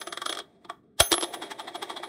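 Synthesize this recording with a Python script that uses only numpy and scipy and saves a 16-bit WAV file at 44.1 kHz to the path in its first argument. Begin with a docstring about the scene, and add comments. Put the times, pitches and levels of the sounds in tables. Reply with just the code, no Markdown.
"""A quiet room and a hard desk, heard close, with faint reflections and a low hum underneath.
A coin wobbles ever faster and settles; fingers brush the desk and pick it up with two small taps.
A second coin is dropped, bounces, and rolls round on its milled rim. Each contact chatters into the
resonant desk top and, unless the coin is flat or held, restrikes its high ring; the drop jolts the desk.
"""
import sys
import numpy as np
from scipy import signal
from scipy.io import wavfile
from scipy.ndimage import uniform_filter1d

SR = 44100
rng = np.random.default_rng(int(sys.argv[2]) if len(sys.argv) > 2 else 0)


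def materialize(psi):
    """Save the field psi as 16-bit PCM at rate SR to the path in sys.argv[1].

    A 1-D psi becomes a single channel; in a 2-D psi each row is a channel.
    """
    bounded = np.clip(np.atleast_2d(psi).T, -1, 1)
    quanta = np.round(bounded * 32767).astype(np.int16)
    wavfile.write(sys.argv[1], SR, quanta)


N = 92124  # samples
SWAP_S = 0.9  # contacts after this belong to the second coin

# Sharp contacts of rim and desk: start_s, level_db, chatter_s, fall_s (time constant), then relative
# to level_db: blow_db (opening blow), bass_db, low_mid_db, mid_db, high_mid_db, treble_db, top_db,
# lower_ring_db, upper_ring_db
KNOCKS = [(0.014, -21, 0.0016, 0.0059, -11, -12.5, -16.5, 0.5, -1.5, -2.5, -13, -22, -29),
          (0.071, -20, 0.0026, 0.0054, 2, -4, -9.5, 1.5, -1.5, -4.5, -17, -24.5, -48),
          (0.125, -18, 0.0037, 0.0054, 9, -10, -10.5, 0.5, 1.5, -4.5, -21, -30.5, -48),
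          (0.174, -17, 0.0015, 0.0035, 9, -8, -8, 2, 2.5, -5, -18, -41, -48),
          (0.217, -19, 0.0049, 0.0036, 2.5, -8, -15.5, 2, 3, -4, -14, -37, -49.5),
          (0.259, -14, 0.0044, 0.0042, -1, -7.5, -13.5, -1, 0, -3.5, -16, -25, -51.5),
          (0.294, -12, 0.0034, 0.0047, -4, -6.5, -9.5, -1.5, 1.5, -5.5, -16.5, -24, -48),
          (0.325, -15, 0.003, 0.0035, -5, -6, -8.5, 0, -0.5, -3.5, -18.5, -35.5, -51),
          (0.349, -26, 0.0034, 0.0041, 0, -6.5, -9.5, 0.5, 1.5, 0, -17, -45, -53),
          (0.372, -22, 0.002, 0.0021, 12.5, -14, -10.5, 0.5, 2, -6, -15.5, -27, -54),
          (0.389, -23.5, 0.0028, 0.0035, 12, -5.5, -15.5, 4, 3.5, 0, -18, -29, -45),
          (.3815, -29.5, 0.0012, 0.0027, -4, -14, -14, 4, 5, -0.5, -14, -45, -52),
          (.3995, -23, 0.0052, 0.0028, -6, -6, -2, -6, 1.5, -17.5, -31, -60, -60),
          (0.648, -30, 0.0025, 0.0043, 1.5, -2, 2, 0, 0, -13, -32, -57, -62.5),
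          (0.698, -21.5, 0.0018, 0.0032, 2.5, -1.5, 5, -12, -5.5, -10, -32, -60, -60),
          (1.0017, -5.5, 0.0043, 0.0036, 6.5, -31, 2, 3.5, 5.5, 1, 0, -8, -53.5),
          (1.0047, -1, 0.0026, 0.0015, -1, -35, -6.5, 0.5, -3.5, -4, -12, -26, -31.5),
          (1.118, -2.5, 0.002, 0.0024, 6, -3.5, -2, -0.5, 0, -6, -7, -27, -51),
          (1.127, -2, 0.0021, 0.003, 11.5, -6.5, -4, -4.5, -7, -6, -29, -27, -53),
          (1.14, -10.5, 0.0013, 0.0018, 4, -2.5, -10.5, 3, 4, 0.5, -22, -18.5, -46),
          (1.181, -9, 0.00069, 0.0015, 13, -4, -0.5, -4.5, -7, -14, -37, -24, -46),
          (1.211, -18, 0.0012, 0.0021, -3, -0.5, -4, 2.5, 2, 1, -27, -17, -46),
          (1.226, -11.5, 0.001, 0.002, 12, -5.5, -1, -4, -3.5, -5.5, -35, -25, -43),
          (1.232, -14, 0.00067, 0.00095, 8, 2, 1.5, -4, -13, -6, -25, -26, -43),
          (1.237, -12, 0.0011, 0.0015, -2, -15, -4, -9, -5.5, -3.5, -22, -23, -42),
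          (1.244, -20, 0.00089, 0.0017, 12, -10, 2.5, 4, 6, -3, -25.5, -26, -38)]


def amp(db):
    """Amplitude ratio of a level in dB."""
    return 10 ** (np.asarray(db, float) / 20)


def evened(x):
    """Signal scaled to an RMS of one."""
    return x / np.sqrt(np.mean(x ** 2) + 1e-20)


def read(points, hz):
    """Value of a (Hz, value) curve, interpolated along log frequency."""
    point_hz, value = np.transpose(points)
    return np.interp(np.log(hz + 1), np.log(point_hz + 1), value)


def causal(gain):
    """Minimum-phase impulse response of a gain on an rfft axis."""
    mirrored = np.r_[gain, gain[-2:0:-1]]
    log_gain = np.log(np.maximum(mirrored, 1e-5))
    spectrum = np.exp(np.conj(signal.hilbert(log_gain)))
    return np.fft.ifft(spectrum).real[:len(gain)]


def hum():
    """Quiet low room noise: random spectral frames under a fixed colour, slightly patchy."""
    # Colour of the room noise before levelling: pitch_hz, relative_density_db (per Hz)
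    colour = [(15, -81), (25, -30.5), (170, -16), (249, -11.5), (293, -20), (416, -14.5), (575, -42),
              (677, -34), (962, -65.5), (1160, -37.5), (16000, -101.5)]
    level_db, patch_db = -61.5, 0.5  # overall RMS level, RMS patchiness
    frames, hz = N // 256 + 5, np.fft.rfftfreq(1024, 1 / SR)
    real, imaginary, patches = rng.standard_normal((frames, 513, 3)).T
    patches = uniform_filter1d(patches, 8, 0)  # across frequency
    patches = evened(uniform_filter1d(patches, 10, 1))  # across time
    spectrum = (real + 1j * imaginary) * amp(read(colour, hz)[:, None] + patch_db * patches)
    noise = signal.istft(spectrum, nperseg=1024, noverlap=768)[1][:N]
    return amp(level_db) * evened(noise)


def room(x):
    """Sparse random reflections, each band dying at its own speed."""
    # Decay of the room: pitch_hz, t60_s
    decay = [(300, 0.24), (1500, 0.26), (5000, 0.14), (12000, 0.11)]
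    level_db = -19  # of the unit-energy tail
    taps = np.zeros(SR // 2)
    slots = np.arange(200, len(taps) - 20, 20)  # one reflection in every 20 samples
    taps[slots + rng.integers(0, 20, len(slots))] = rng.choice([-1., 1.], len(slots))
    hz, t, spectrum = signal.stft(taps, SR, nperseg=256)
    fading = amp(-60 * t / read(decay, hz)[:, None])
    tail = signal.istft(spectrum * fading, SR, nperseg=256)[1]
    return amp(level_db) * signal.fftconvolve(x, tail / np.linalg.norm(tail))[:N]


def rustle():
    """Faint bright brushing of fingers on the desk: high-passed noise under a level curve."""
    # Strength of the brushing noise ahead of its high-pass: time_s, level_db
    brushing = [(0.42, -74), (0.584, -102), (0.654, -79), (0.668, -88), (0.704, -65), (0.716, -71.5),
                (0.86, -101)]
    time_s, level_db = np.transpose(brushing)
    level = amp(np.interp(np.arange(N) / SR, time_s, level_db, -120, -120))
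    b, a = signal.butter(2, 3000, "high", fs=SR)
    return level * signal.lfilter(b, a, rng.standard_normal(N))


def thumps():
    """The whole desk jolts under the drop and its bounce: a low sine that dies exponentially."""
    # Desk jolts: start_s, level_db
    jolts = [(1.004, -13.5), (1.121, -31), (1.128, -59)]
    pitch_hz, t60_s = 79.7, 0.037
    t, out = np.arange(SR // 4) / SR, np.zeros(N + SR)
    for start_s, level_db in jolts:
        first = round(start_s * SR)
        out[first:first + len(t)] += amp(level_db - 60 * t / t60_s) * np.sin(2 * np.pi * pitch_hz * t)
    return out[:N]


def contacts():
    """All contacts in time order: each rises to a peak, holds, falls, and leaves a dragging rim."""
    # Softer passes of the rolling rim: start_s, length_s, level_db (ahead of roll_lift_db),
    # rise_share (of length_s), hold_s, fall_s (time constant), drag_db (relative to the peak),
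    # then the eight band and ring columns of KNOCKS
    rolls = [(1.327, 0.041, -27, 0.36, 0.0027, 0.0073, -23.5, -9, -3.5, -3.5, -3, -12, -15.5, -38, -54),
             (1.412, 0.03, -32, 0.27, 0.0026, 0.015, -7, -7, -2.5, -2.5, -3, -12.5, -26, -38, -56),
             (1.499, 0.034, -30, 0.38, 0.0066, 0.0077, -36, -9, -3.5, -2, -3.5, -11, -22.5, -50, -61),
             (1.582, 0.036, -33, 0.4, 0.0027, 0.013, -34, -10.5, 0, -1.5, -1, -10, -21, -40.5, -59),
             (1.666, 0.034, -35, 0.33, 0.0073, 0.011, -19, -7, -1.5, -1.5, -1.5, -14, -23, -55, -58),
             (1.74, 0.04, -31, 0.35, 0.0045, 0.0062, -30, -10.5, -2, -4, -2, -11, -22, -38, -61),
             (1.816, 0.029, -27, 0.37, 0.0031, 0.005, -14, -6.5, -2.5, -3, -2.5, -11, -20.5, -54, -61),
             (1.887, 0.031, -32, 0.36, 0.0054, 0.015, -20, -6.5, -1, -2.5, -2, -12, -27, -43, -59),
             (1.958, 0.025, -33, 0.29, 0.0084, 0.0086, -23, -9.5, -1, -3, -1.5, -13, -25.5, -46, -60),
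             (2.025, 0.025, -31, 0.31, 0.0026, 0.012, -15.5, -12, -2, -3.5, -3, -14.5, -27, -39, -56)]
    # Short rise into each knock, relative to its peak: level_db reached just before the peak, for the wobbling
    # and the dropped coin
    knock_rise_db = [-10, -8]
    knock_rise_s, knock_drag_db, knock_drag_s = 0.0047, -16.5, 0.023  # both times are time constants
    roll_lift_db, roll_drag_s = 15.5, 0.044
    # rows: peak_s, level_db, rise_s, rise_db, hold_s, fall_s, drag_db, drag_s, bands_db, rings_db
    rows = []
    for start, db, hold, fall, _, *colour in KNOCKS:
        rise_db = knock_rise_db[int(start > SWAP_S)]
        rows.append((start, db, knock_rise_s, rise_db, hold, fall, knock_drag_db, knock_drag_s,
                     colour[:6], colour[6:]))
    for start, length, db, share, hold, fall, drag_db, *colour in rolls:
        rise = share * length
        rows.append((start + rise, db + roll_lift_db, rise / 2, 0, hold, fall, drag_db, roll_drag_s,
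                     colour[:6], colour[6:]))
    return sorted(rows, key=lambda row: row[0])


def ring():
    """Each contact resets how strongly the coin's modes ring; lying flat or held, it is mute."""
    # Modes of each coin: pitch_hz, t60_s (ahead of stretch), sign, part (0 lower, 1 upper ring);
    # close pairs start against each other and beat
    first_coin = [(10541, .3, 1, 0), (14643, .3, 1, 1), (6132, .3, 1, 0), (6379, .3, -1, 0)]
    second_coin = [(10792, .45, 1, 0), (14536, 1.5, 1, 1), (14558, 1.5, -1, 1), (6110, .6, 1, 1),
                   (6347, .6, -1, 1)]
    # One list a coin, relative to its contact's ring level: level_db of each mode
    mode_levels = [
        [0, -2, -11, -14.5],
        [3, -1, -6, -4, -3],
    ]
    # Ring time of each coin: stretch (factor)
    stretch = [1.05, 0.8]
    # Contacts between these leave the coin mute: start_s, end_s
    held = (.395, .9)
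    # Lower and upper ring keep the drop's phase until then, later contacts restart it: time_s
    free = [1.3, 1.1]
    struck_s, fade_s = 0.998, 0.003  # phase reference of the drop; crossfade between contacts
    rows, out = contacts(), np.zeros(N)
    ends = [row[0] for row in rows[1:]] + [N / SR]
    slips = rng.random((len(rows), 5))  # random phases in turns
    for (peak, db, *_, rings_db), end, slip in zip(rows, ends, slips):
        if held[0] < peak < held[1]:
            continue
        first = 0 if peak == rows[0][0] else round(peak * SR)  # the first ring sounds from the outset
        last = min(round((end + fade_s) * SR), N)
        t, coin = np.arange(last - first) / SR, int(peak > SWAP_S)
        edge = np.clip(np.minimum(t, t[-1] - t) / fade_s, 0, 1)
        modes = [first_coin, second_coin][coin]
        for (hz, t60, sign, part), mode_db, turn in zip(modes, mode_levels[coin], slip):
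            if SWAP_S < peak < free[part]:
                turn = 0
            level = amp(db + rings_db[part] + mode_db - 60 * t / (t60 * stretch[coin]))
            cycles = hz * (t + first / SR - struck_s) + turn
            out[first:last] += sign * edge * level * np.sin(2 * np.pi * cycles)
    return out


def pressure():
    """How hard the rim ticks press in each band, summed as power, and the single blows."""
    # Steady rolling ahead of its lumps and band weights: time_s, level_db
    grind = [(0, -50.5), (.2, -61), (.4, -41.5), (.43, -62), (.99, -81), (1.12, -79), (1.26, -45),
             (1.3, -45.5), (1.7, -46.5), (2.09, -44)]
    # Band weights of the steady rolling, bass to top: level_db
    grind_bands_db = [3.5, -2, 0.5, -0.5, -10, -41]
    lump_db, lump_samples = 2, round(0.012 * SR)  # the steady rolling comes in lumps
    t = np.arange(N) / SR
    lumps = uniform_filter1d(rng.standard_normal(N), lump_samples)
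    lumps = evened(uniform_filter1d(lumps, lump_samples))
    rolling = amp(np.interp(t, *np.transpose(grind)) + lump_db * lumps)
    power = (rolling * amp(grind_bands_db)[:, None]) ** 2
    for peak, db, rise, rise_db, hold, fall, drag_db, drag, bands_db, _ in contacts():
        before = amp(rise_db) * np.exp(np.minimum(t - peak, 0) / rise)
        since_hold = np.maximum(t - peak - hold, 0)
        after = np.exp(-since_hold / fall) + amp(drag_db) * np.exp(-since_hold / drag)
        shape = np.where(t < peak, before, after)
        power = power + (shape * amp(db - 9.5 + np.array(bands_db))[:, None]) ** 2
    blows = np.zeros_like(power)
    for start, db, _, _, blow_db, *colour in KNOCKS:
        blows[:, round(start * SR)] = amp(db + blow_db + np.array(colour[:6]))
    return np.sqrt(power), blows


def desk():
    """Blows and dense rim ticks ring the desk top band by band."""
    # Colour of the desk top, levelled in each band: pitch_hz, relative_density_db (per Hz)
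    colour = [(88, -64), (150, -43), (336, -12), (460, -14), (669, 0.5), (1050, -3.5), (1210, 6),
              (1530, -1), (2500, -5.5), (3350, 3.5), (4100, -9), (5170, -11.5), (6900, -27), (8700, -21),
              (10000, -32), (12000, -36.5), (13500, -38), (15300, -40.5), (16500, -47.5)]
    # Desk top resonances: pitch_hz, width_hz (at half amplitude), level_db (relative to the colour)
    resonances = [(346.6, 60, 6.5), (398, 13, 8.5), (693, 57.6, 4.5), (876, 49, 0.5), (1148, 39, 2),
                  (1572, 27, -3), (1915, 260, 0.5), (2269, 100, 3), (3300, 160, 9), (3700, 360, 5.5),
                  (4097, 150, 8.5), (5440, 120, -0.5), (8550, 140, -6)]
    # Borders between the six bands, bass to top: pitch_hz
    splits = [520, 1000, 2600, 6500, 10500]
    ticks_per_s, tick_spread_db = 5000, 4.0
    even_s = 0.0051  # span over which tick energy evens out
    press, blows = pressure()
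    sizes = amp(tick_spread_db * np.minimum(rng.exponential(1, N), 3))
    ticks = sizes * (rng.random(N) < ticks_per_s / SR) * rng.choice([-1., 1.], N)
    ticks = ticks + 0.43 * rng.standard_normal(N)  # fine scrape between ticks
    ticks = ticks / np.sqrt(uniform_filter1d(ticks ** 2, round(even_s * SR)))
    hz = np.fft.rfftfreq(8192, 1 / SR)
    peaks = sum(amp(db) ** 2 / (1 + (2 * (hz - f) / width) ** 2) ** 2 for f, width, db in resonances)
    gain = amp(read(colour, hz)) * np.sqrt(1 + peaks)
    # power share below each border; neighbours differ by one band
    under = [0 * hz] + [1 / (1 + (hz / f) ** 6) for f in splits] + [0 * hz + 1]
    out = np.zeros(N)
    for k in range(len(press)):
        band = np.sqrt(np.maximum(under[k + 1] - under[k], 0))
        response = causal(gain * band)
        response = response / np.linalg.norm(response)
        out += signal.oaconvolve(ticks * press[k] + blows[k], response)[:N]
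    return out


def scene():
    """Desk contacts with their reflections, coin ring, jolts, brushing fingers and room hum."""
    knocks = desk()
    return (knocks + room(knocks) + ring() + thumps() + rustle() + hum())[None]


def record(dry):
    """Low cut of the microphone, soft overload and band limit of the recorder."""
    low_cut_hz, ceiling, edge_hz = 45, 1.2, 15800  # ceiling in full scales
    low_cut = signal.butter(4, low_cut_hz, "high", fs=SR, output="sos")
    cut = signal.sosfilt(low_cut, dry)
    soft = ceiling * np.tanh(cut / ceiling)
    band_limit = signal.firwin(511, edge_hz, window=("kaiser", 9), fs=SR)
    return signal.oaconvolve(soft, band_limit[None], "same")


dry = scene()
out = record(dry)
materialize(out)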